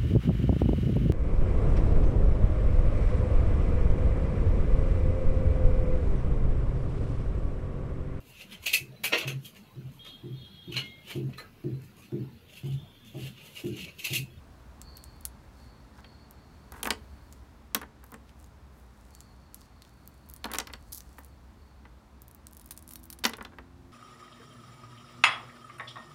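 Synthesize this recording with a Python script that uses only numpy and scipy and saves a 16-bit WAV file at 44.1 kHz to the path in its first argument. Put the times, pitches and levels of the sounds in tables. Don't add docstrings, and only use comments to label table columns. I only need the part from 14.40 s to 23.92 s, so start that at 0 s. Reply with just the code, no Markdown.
import sys
import numpy as np
from scipy import signal
from scipy.fft import rfft, irfft, next_fast_len
from scipy.io import wavfile
from scipy.ndimage import uniform_filter1d

SR = 44100
rng = np.random.default_rng(int(sys.argv[2]) if len(sys.argv) > 2 else 0)


def master_out(mix):
    frames = np.transpose(np.atleast_2d(mix))
    ceiling = np.clip(frames, -1, 1)
    pcm = np.round(ceiling * 32767).astype(np.int16)
    wavfile.write(sys.argv[1], SR, pcm)


N = 419832

# frequency in Hz, relative level in dB per Hz.
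AIR_COLOUR = [(65, -42), (110, 2), (170, -7), (206, -3.5), (312, -10), (346, -12), (392, -12.5), (473, -15),
              (571, -15), (1040, -15), (3150, -30.5), (3500, -29.5), (4310, -30.5), (15000, -46),
              (16000, -54.5)]
AIR_DB = -57.5
# time in seconds, change of level in dB.
AIR_FADE = [(0, 2), (2.8, 1.5), (3.3, 0), (7.7, -1)]
# time in seconds, level in dB.
RUMBLE_LEVEL = [(0.0, -53.5), (0.2, -51.5), (.9, -51), (1.9, -57), (2.6, -48.5), (3.55, -56.5),
                (4.1, -52.5), (5.7, -58), (6.0, -51.5), (7.5, -53.5), (7.9, -56.5), (9.52, -56)]
# frequency in Hz, relative level in dB per Hz.
RUMBLE_COLOUR = [(20, -32), (38, -10.5), (50, -2.5), (64, 5.5), (80, -3.5), (100, -12.5), (130, -23.5),
                 (250, -50.5)]
# frequency in Hz, width in Hz, relative level in dB.
TRILL_TONES = [(4300, 28, 1.5), (4520, 42, -1)]
# start in seconds, length in seconds, level in dB.
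TRILL_BOUTS = [(.41, 0.16, -59.5), (1.14, 0.15, -68.5), (1.6, 0.13, -65.5), (1.85, 0.98, -75.5),
               (4.68, 0.13, -69), (4.95, 1.9, -76.5), (7.14, 0.12, -75)]
# time in seconds, firing rate in Hz, level in dB before the harmonics are weighed.
ENGINE_RUN = [(7.8, 75.2, -75.5), (8.3, 78.5, -68), (8.6, 81.9, -63), (9.0, 87.5, -66.5), (9.52, 88, -62)]
# multiple of the firing rate, relative level in dB.
ENGINE_HARMONICS = [(1, 7), (2, -0.5), (3, 5), (4, 1.5)]

# middle in seconds, half the length in seconds, relative level in dB, centre of the hiss in Hz.
RUB_STROKES = [(0.704, 0.3, -78, 9500), (1.22, 0.13, -68.5, 6560), (1.59, 0.027, -64, 4800),
               (2.38, 0.057, -58, 8500), (2.946, 0.088, -70.5, 7300), (3.676, 0.052, -67, 12000),
               (3.895, 0.04, -64.5, 2750), (4.019, 0.097, -71.5, 8900), (4.38, 0.1, -69, 11500),
               (4.727, 0.42, -70.5, 7360), (5.204, 0.12, -64, 5700), (5.47, 0.045, -69, 4380),
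               (5.705, 0.43, -73, 9800), (6.634, 0.42, -67, 7200), (8.443, 0.31, -74, 9800)]
# start in seconds, length in seconds, level in dB.
SCRAPE_BOUTS = [(6.5215, 0.0046, -32.5), (6.541, 0.04, -44)]
# time in seconds, relative level in dB.
MUG_TAPS = [(8.214, -55), (8.3086, -37), (8.3195, -47), (8.51, -47), (8.521, -50), (8.5573, -41.5),
            (8.702, -41.5), (8.7275, -42.5), (8.7888, -49)]
# frequency in Hz, relative level in dB, time to fall 60 dB in seconds.
MUG_MODES = [(3850, -9, 0.088), (4360, -7, .06), (5560, -8.5, .07), (8740, -4, 0.054), (8800, -13, 0.068),
             (9300, 4, 0.046), (10400, 6, 0.052), (12200, 0, 0.055), (13180, -1, .06), (14300, 5, 0.043)]
# frequency in Hz, change of level in dB.
MUG_GRAVEL = [(4000, -1), (7300, -3), (9500, 2), (15000, 5)]

# frequency in Hz, relative level in dB, time to fall 60 dB in seconds.
TABLE_MODES = [(210.5, -6.5, 0.29), (437, -5.5, 0.1), (749, -3.5, 0.1), (557, -8.5, 0.089),
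               (933, 0.5, 0.068), (1202, -4, 0.12), (1364, -5, 0.083), (1978, -2, 0.076)]
# frequency in Hz, relative level in dB per Hz.
BOARD_COLOUR = [(100, -32), (165, -29), (215, 5.5), (290, 1), (370, -4), (450, 2), (550, -4), (680, -5.5),
                (900, 0.5), (1200, 0.5), (2200, -1), (4200, -0.5), (7000, -4.5), (16000, -6.5)]
# frequency in Hz, time to fall 60 dB in seconds.
BOARD_T60 = [(200, 0.073), (600, 0.1), (1500, 0.043), (4000, 0.024), (12000, 0.021)]
# start in seconds, length in seconds, relative level in dB.
STIRS = [(1.576, 0.018, -49.5), (2.329, .085, -47.5), (3.626, 0.021, -54.5), (6.082, .06, -40),
         (9.119, .02, -50.5)]
# time in seconds, relative level of the boards in dB, hardness of the
# contact as a cut-off in Hz, level of a stone-on-stone tick in the heap at the same moment in dB.
TABLE_KNOCKS = [(1.6446, -47, 3150, -75), (2.3211, -42.5, 1450, -45.5), (2.4303, -31, 3280, -29.5),
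                (2.4543, -29, 2500, -39), (2.4712, -26, 1820, -35), (2.5052, -20, 4970, -29.5),
                (3.3479, -21, 5960, -28), (3.4149, -38, 1700, -49.5), (3.4292, -39, 1610, -75),
                (3.7224, -43, 1110, -71), (3.741, -42.5, 1950, -50), (6.0425, -30.5, 4230, -44.5),
                (6.0546, -32.5, 1390, -46), (6.1156, -38.5, 2000, -39), (6.1359, -33.5, 3500, -35),
                (6.1462, -32, 2390, -39), (6.155, -35.5, 7000, -48), (6.1849, -27, 7550, -35),
                (6.1996, -30, 6300, -56), (6.271, -40, 5200, -51.5), (6.299, -43, 1980, -82),
                (6.3354, -36.5, 4530, -50.5), (6.7835, -43, 1830, -56.5), (7.4531, -48, 1920, -86.5),
                (8.8386, -27, 4670, -53), (8.8419, -28, 7000, -36), (8.8516, -17, 6200, -34),
                (8.894, -38.5, 1400, -42), (8.9344, -34.5, 3700, -54), (8.984, -40.5, 1400, -74),
                (9.009, -36.5, 1800, -75), (9.0492, -39, 3540, -60), (9.185, -40.5, 1954, -66)]
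ROCK_TYPICAL_S, ROCK_DB, ROCK_HZ = .012, -17, 1720

# frequency in Hz, relative level in dB per Hz.
CONTACT_COLOUR = [(200, -33.5), (1200, -3), (2200, -7.5), (3600, -2), (6000, -0.5), (10000, -2),
                  (16000, -4.5)]
# start in seconds, length in seconds, relative level in dB, typical ring of the stones in Hz.
HAND_SLIDES = [(.555, .035, -55.5, 4200), (1.134, .07, -66, 5500), (1.527, .1, -67, 4600),
               (3.993, .07, -63, 8000), (5.426, .035, -64, 4400), (5.853, .1, -60, 11000),
               (6.79, 0.12, -62, 12000), (8.081, .32, -55.5, 11500), (8.471, .2, -54.5, 11500)]
# time in seconds, level in dB, ring of the stone in Hz.
STONE_CLICKS = [(0.416, -43, 7600), (0.571, -45, 12400), (0.64, -45, 8600), (0.8096, -53, 11000),
                (0.853, -28.5, 10700), (1.91, -48.5, 12300), (2.4465, -40.5, 9400), (2.465, -41, 12000),
                (2.9256, -50, 7200), (3.347, -22.5, 13000), (3.641, -51.5, 12300), (3.7193, -49.5, 13500),
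                (4.7507, -49.5, 7500), (4.8057, -46.5, 7200), (5.1446, -39.5, 11600), (5.216, -56, 4820),
                (5.4209, -50, 4200), (5.676, -44.5, 14000), (5.8991, -45.5, 12300), (5.938, -42, 14200),
                (5.9633, -48, 9500), (6.1706, -50, 9500), (6.1859, -28, 6400), (6.33, -52, 13500),
                (6.6055, -46, 6100), (6.79, -49, 13800), (6.847, -50.5, 11500), (7.8193, -47.5, 13900),
                (7.881, -50.5, 13500), (7.9122, -53, 11000), (7.9485, -49, 14700), (8.0691, -44, 8400),
                (8.1325, -51, 11400), (8.2595, -49, 14600), (8.3086, -55, 9500), (8.3757, -43, 9100),
                (8.4254, -52, 10900), (8.491, -46.5, 9900), (8.5362, -43, 13300), (8.6334, -53, 10900),
                (8.8647, -31, 14100), (8.9695, -49, 10500), (9.0256, -50.5, 9000)]
NEUTRAL_RING_HZ, TILT_PER_RING_OCTAVE = 6810, 5.89

# delay in seconds, level in dB.
ECHOES = [(0.014, -25.5), (0.018, -22), (.0295, -30.5)]
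# frequency in Hz, time to fall 60 dB in seconds.
ROOM_T60 = [(200, 0.65), (600, 0.24), (1500, 0.22), (4000, 0.18), (10000, 0.15), (16000, 0.043)]
EDGE_HZ = 16050
HIT_TIME = np.arange(8192) / SR


def amp(db):
    return 10 ** (np.asarray(db) / 20)


def evened(x):
    return x / np.sqrt(np.mean(x ** 2) + 1e-30)


def blow(x):
    return x * np.sqrt(.005 * SR / (np.sum(x ** 2) + 1e-30))


def read(points, hz):
    f, value = np.transpose(points)
    return np.interp(np.log(hz + 1), np.log(f + 1), value)


def curve(rows, axis=1):
    rows = np.array(rows)
    return np.interp(np.arange(N) / SR, rows[:, 0], rows[:, axis])


def bins(size):
    return np.fft.rfftfreq(size, 1 / SR)


def coloured(x, points):
    return evened(irfft(rfft(x) * amp(read(points, bins(len(x)))), len(x)))


def causal(x, db):
    spectrum, k = rfft(x), np.arange(len(db))
    power, reach = np.cumsum(abs(spectrum) ** 2), 8 + k // 10
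    low, high = np.maximum(k - reach, 0), np.minimum(k + reach, k[-1])
    db = db - 10 * np.log10((power[high] - power[low]) / (high - low) + 1e-12)
    log_gain = np.log(amp(np.maximum(db, db.max() - 90)))
    circle = np.concatenate([log_gain, log_gain[-2:0:-1]])
    return irfft(spectrum * np.exp(np.conj(signal.hilbert(circle)))[:len(db)])


def dying(x, t60):
    hz, t, z = signal.stft(x, SR, nperseg=128, noverlap=96)
    fade = amp(-60 * t / read(t60, hz)[:, None])
    return signal.istft(z * fade, SR, nperseg=128, noverlap=96)[1][:len(x)]


def ring(modes, detune):
    hz, db, t60 = np.transpose(modes)[:, :, None]
    weight, shift, phase = rng.standard_normal((3, len(modes), 1))
    level = amp(db + 2 * weight - 60 * HIT_TIME / t60)
    tones = np.sin(2 * np.pi * (hz * (1 + detune * shift) * HIT_TIME + phase))
    return blow((level * tones).sum(0))


def add(mix, s, sound):
    part = mix[max(round(s * SR), 0):][:len(sound)]
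    part += sound[:len(part)]


def bouts(rows, rise_s, fall_db_per_s):
    t = np.arange(N) / SR
    levels = []
    for s, length, db in rows:
        rise = np.clip((t - s) / rise_s, 0, 1)
        levels.append(rise * amp(db - fall_db_per_s * np.maximum(t - s - length, 0)))
    return np.max(levels, 0)


def grains(per_s, spread_db):
    size = amp(spread_db * np.minimum(rng.exponential(1, N), 4)) * rng.choice([-1, 1], N)
    return size * (rng.random(N) < per_s / SR)


def chatter(per_s):
    hiss, size = rng.standard_normal((2, len(HIT_TIME)))
    contacts = rng.random(len(HIT_TIME)) < per_s / SR
    return 0.45 * hiss + size * contacts * np.sqrt(SR / per_s)


def patter(sounds, length, per_s, spread_db):
    out = np.zeros(round(length * SR) + len(HIT_TIME))
    for k, (late, strength) in enumerate(rng.random(size=(40, 2))):
        s = (k + late) / per_s
        if s < length:
            add(out, s, amp(spread_db * (2 * strength - 1)) * sounds[k % len(sounds)])
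    return out


def tick(ring_hz, tilt_db, ring_db=9, scatter_db=-10, scatter_t60=0.039):
    crack = rng.standard_normal(len(HIT_TIME)) * amp(-60 * HIT_TIME / .003)
    crack *= 1 - np.exp(-HIT_TIME / 0.00011)
    scatter = chatter(per_s=1500) * amp(-60 * HIT_TIME / scatter_t60)
    strike = blow(crack) + amp(scatter_db) * blow(scatter)
    hz = bins(len(HIT_TIME))
    octaves = np.log2(np.maximum(hz, 2500) / 8000)
    peak = ring_db / (1 + ((hz / ring_hz - 1) / 0.1) ** 2)
    return blow(causal(strike, read(CONTACT_COLOUR, hz) + peak + tilt_db * octaves))


def stone(ring_hz):
    return tick(ring_hz, TILT_PER_RING_OCTAVE * np.log2(ring_hz / NEUTRAL_RING_HZ))


def background(low_hz=105):
    hz = bins(N)
    above_rumble = -10 * np.log10(1 + (low_hz / (hz + 1)) ** 8)
    air_gain = amp(read(AIR_COLOUR, hz) + above_rumble)
    air = evened(irfft(rfft(rng.standard_normal(N)) * air_gain, N))
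    rumble = coloured(rng.standard_normal(N), RUMBLE_COLOUR)
    rumble /= np.sqrt(uniform_filter1d(rumble ** 2, size=12000))
    return amp(AIR_DB + curve(AIR_FADE)) * air + amp(curve(RUMBLE_LEVEL)) * rumble


def trill():
    hz = bins(N)
    shape = sum(amp(db) / np.sqrt(1 + ((hz - f) / (width / 2)) ** 2) for f, width, db in TRILL_TONES)
    shape /= 1 + ((hz - 4450) / 420) ** 4
    tones = evened(irfft(rfft(rng.standard_normal(N)) * shape, N))
    return bouts(TRILL_BOUTS, rise_s=0.059, fall_db_per_s=52) * tones


def engine(waver=0.0067):
    drift = coloured(rng.standard_normal(N), [(1, 1), (12, 3), (40, -72.5), (200, -120)])
    turns = np.cumsum(curve(ENGINE_RUN) * (1 + waver * drift)) / SR
    harmonics = sum(amp(db) * np.sin(2 * np.pi * k * turns) for k, db in ENGINE_HARMONICS)
    return amp(curve(ENGINE_RUN, axis=2)) * harmonics


def rubbing(skin_db=-4, grit_db=-3, octaves=0.9):
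    grit = evened(grains(per_s=400, spread_db=8))
    friction = amp(skin_db) * rng.standard_normal(N) + amp(grit_db) * grit
    out = np.zeros(N)
    for s, half_s, db, centre_hz in RUB_STROKES:
        start = max(round((s - half_s) * SR), 0)
        size = next_fast_len(round(2 * half_s * SR))
        band = 1 / (1 + (np.log2((bins(size) + 1) / centre_hz) / octaves) ** 2)
        hiss = irfft(rfft(friction[start:start + size], size) * evened(band), size)
        add(out, s - half_s, amp(db) * hiss * np.hanning(size))
    return out


def scrape():
    colour = [(500, -21), (2500, -21), (4500, -4.0), (6500, -3.5), (9000, -4.5), (12000, 2.5), (16000, -5.5)]
    slips = coloured(grains(per_s=2700, spread_db=5.5), colour)
    return slips * bouts(SCRAPE_BOUTS, rise_s=0.00087, fall_db_per_s=900)


def mug_taps(ring_db=-5, gravel_db=-1, gravel_t60=0.018, tick_db=-5):
    out, hz = np.zeros(N), bins(len(HIT_TIME))
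    gravel_colour = read(CONTACT_COLOUR, hz) + read(MUG_GRAVEL, hz)
    for s, db in MUG_TAPS:
        rattle = chatter(per_s=710) * amp(-60 * HIT_TIME / gravel_t60)
        gravel = blow(causal(rattle, gravel_colour))
        inside = amp(ring_db) * ring(MUG_MODES, detune=.008) + amp(gravel_db) * gravel
        click = tick(rng.uniform(9000, 15000), 0.5394, ring_db=-3)
        add(out, s, amp(db) * (amp(tick_db) * click + inside))
    return out


def board(shared, contact_hz, modes_db=-11, alike=0.57, spring_db=5, spring_width=0.065):
    hz = bins(len(HIT_TIME))
    waves = alike * shared + np.sqrt(1 - alike ** 2) * rng.standard_normal(len(HIT_TIME))
    waves = dying(waves, BOARD_T60) * (1 + 0.78 * np.exp(-HIT_TIME / 0.00067))
    softness = -10 * np.log10(1 + (hz / contact_hz) ** 5)
    spring = spring_db / (1 + ((hz / contact_hz - 1) / spring_width) ** 2)
    bending = blow(causal(waves, read(BOARD_COLOUR, hz) + softness + spring))
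    wood = bending + amp(modes_db) * ring(TABLE_MODES, detune=.005)
    return wood * (1 - np.exp(-HIT_TIME / .0005))


def stirring(contact_hz=1600):
    out, shared = np.zeros(N), rng.standard_normal(len(HIT_TIME))
    knocks = [board(shared, contact_hz) for _ in range(7)]
    for s, length, db in STIRS:
        add(out, s, amp(db) * patter(knocks, length, per_s=90, spread_db=2.5))
    return out


def table_knocks(boards_db=1):
    out, shared = np.zeros(N), rng.standard_normal(len(HIT_TIME))
    rocks = [board(shared, ROCK_HZ) for _ in range(5)]
    for k, (s, db, contact_hz, stone_db) in enumerate(TABLE_KNOCKS):
        add(out, s, amp(db + boards_db) * board(shared, contact_hz))
        click = tick(rng.uniform(8000, 14200), 0, ring_db=11.5, scatter_db=4.0, scatter_t60=0.018)
        add(out, s, amp(stone_db) * click)
        rock_s = s + ROCK_TYPICAL_S * rng.uniform(.7, 1.4)
        add(out, rock_s, amp(db + ROCK_DB) * rocks[k % len(rocks)])
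    return out


def slides(size_octaves=0.45):
    out = np.zeros(N)
    for s, length, db, ring_hz in HAND_SLIDES:
        sizes = rng.uniform(-1.03, 1, size=3)
        stones = [stone(ring_hz * 2 ** (size_octaves * size)) for size in sizes]
        add(out, s, amp(db) * patter(stones, length, per_s=55, spread_db=8.5))
    return out


def hand_clicks():
    out = np.zeros(N)
    for s, db, ring_hz in STONE_CLICKS:
        add(out, s, amp(db) * stone(ring_hz))
    return out


def room(x, tail_db):
    t = np.arange(SR // 2) / SR
    response = dying(rng.standard_normal(SR // 2), ROOM_T60) * (1 - np.exp(-(t / 0.0081) ** 2))
    response *= amp(tail_db) / np.linalg.norm(response)
    for delay, db in ECHOES:
        add(response, delay, amp([db]))
    return x + signal.fftconvolve(x, response)[:N]


def scene():
    loose_stones = room(hand_clicks() + slides() + mug_taps() + scrape(), tail_db=-22.5)
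    on_boards = room(table_knocks() + stirring(), tail_db=-18.0)
    return (loose_stones + on_boards + rubbing() + background() + trill() + engine())[None]


def record(dry):
    band_limit = signal.firwin(255, EDGE_HZ, window=("kaiser", 8), fs=SR)
    return signal.oaconvolve(dry, band_limit[None], "same")


dry = scene()
out = record(dry)
master_out(out)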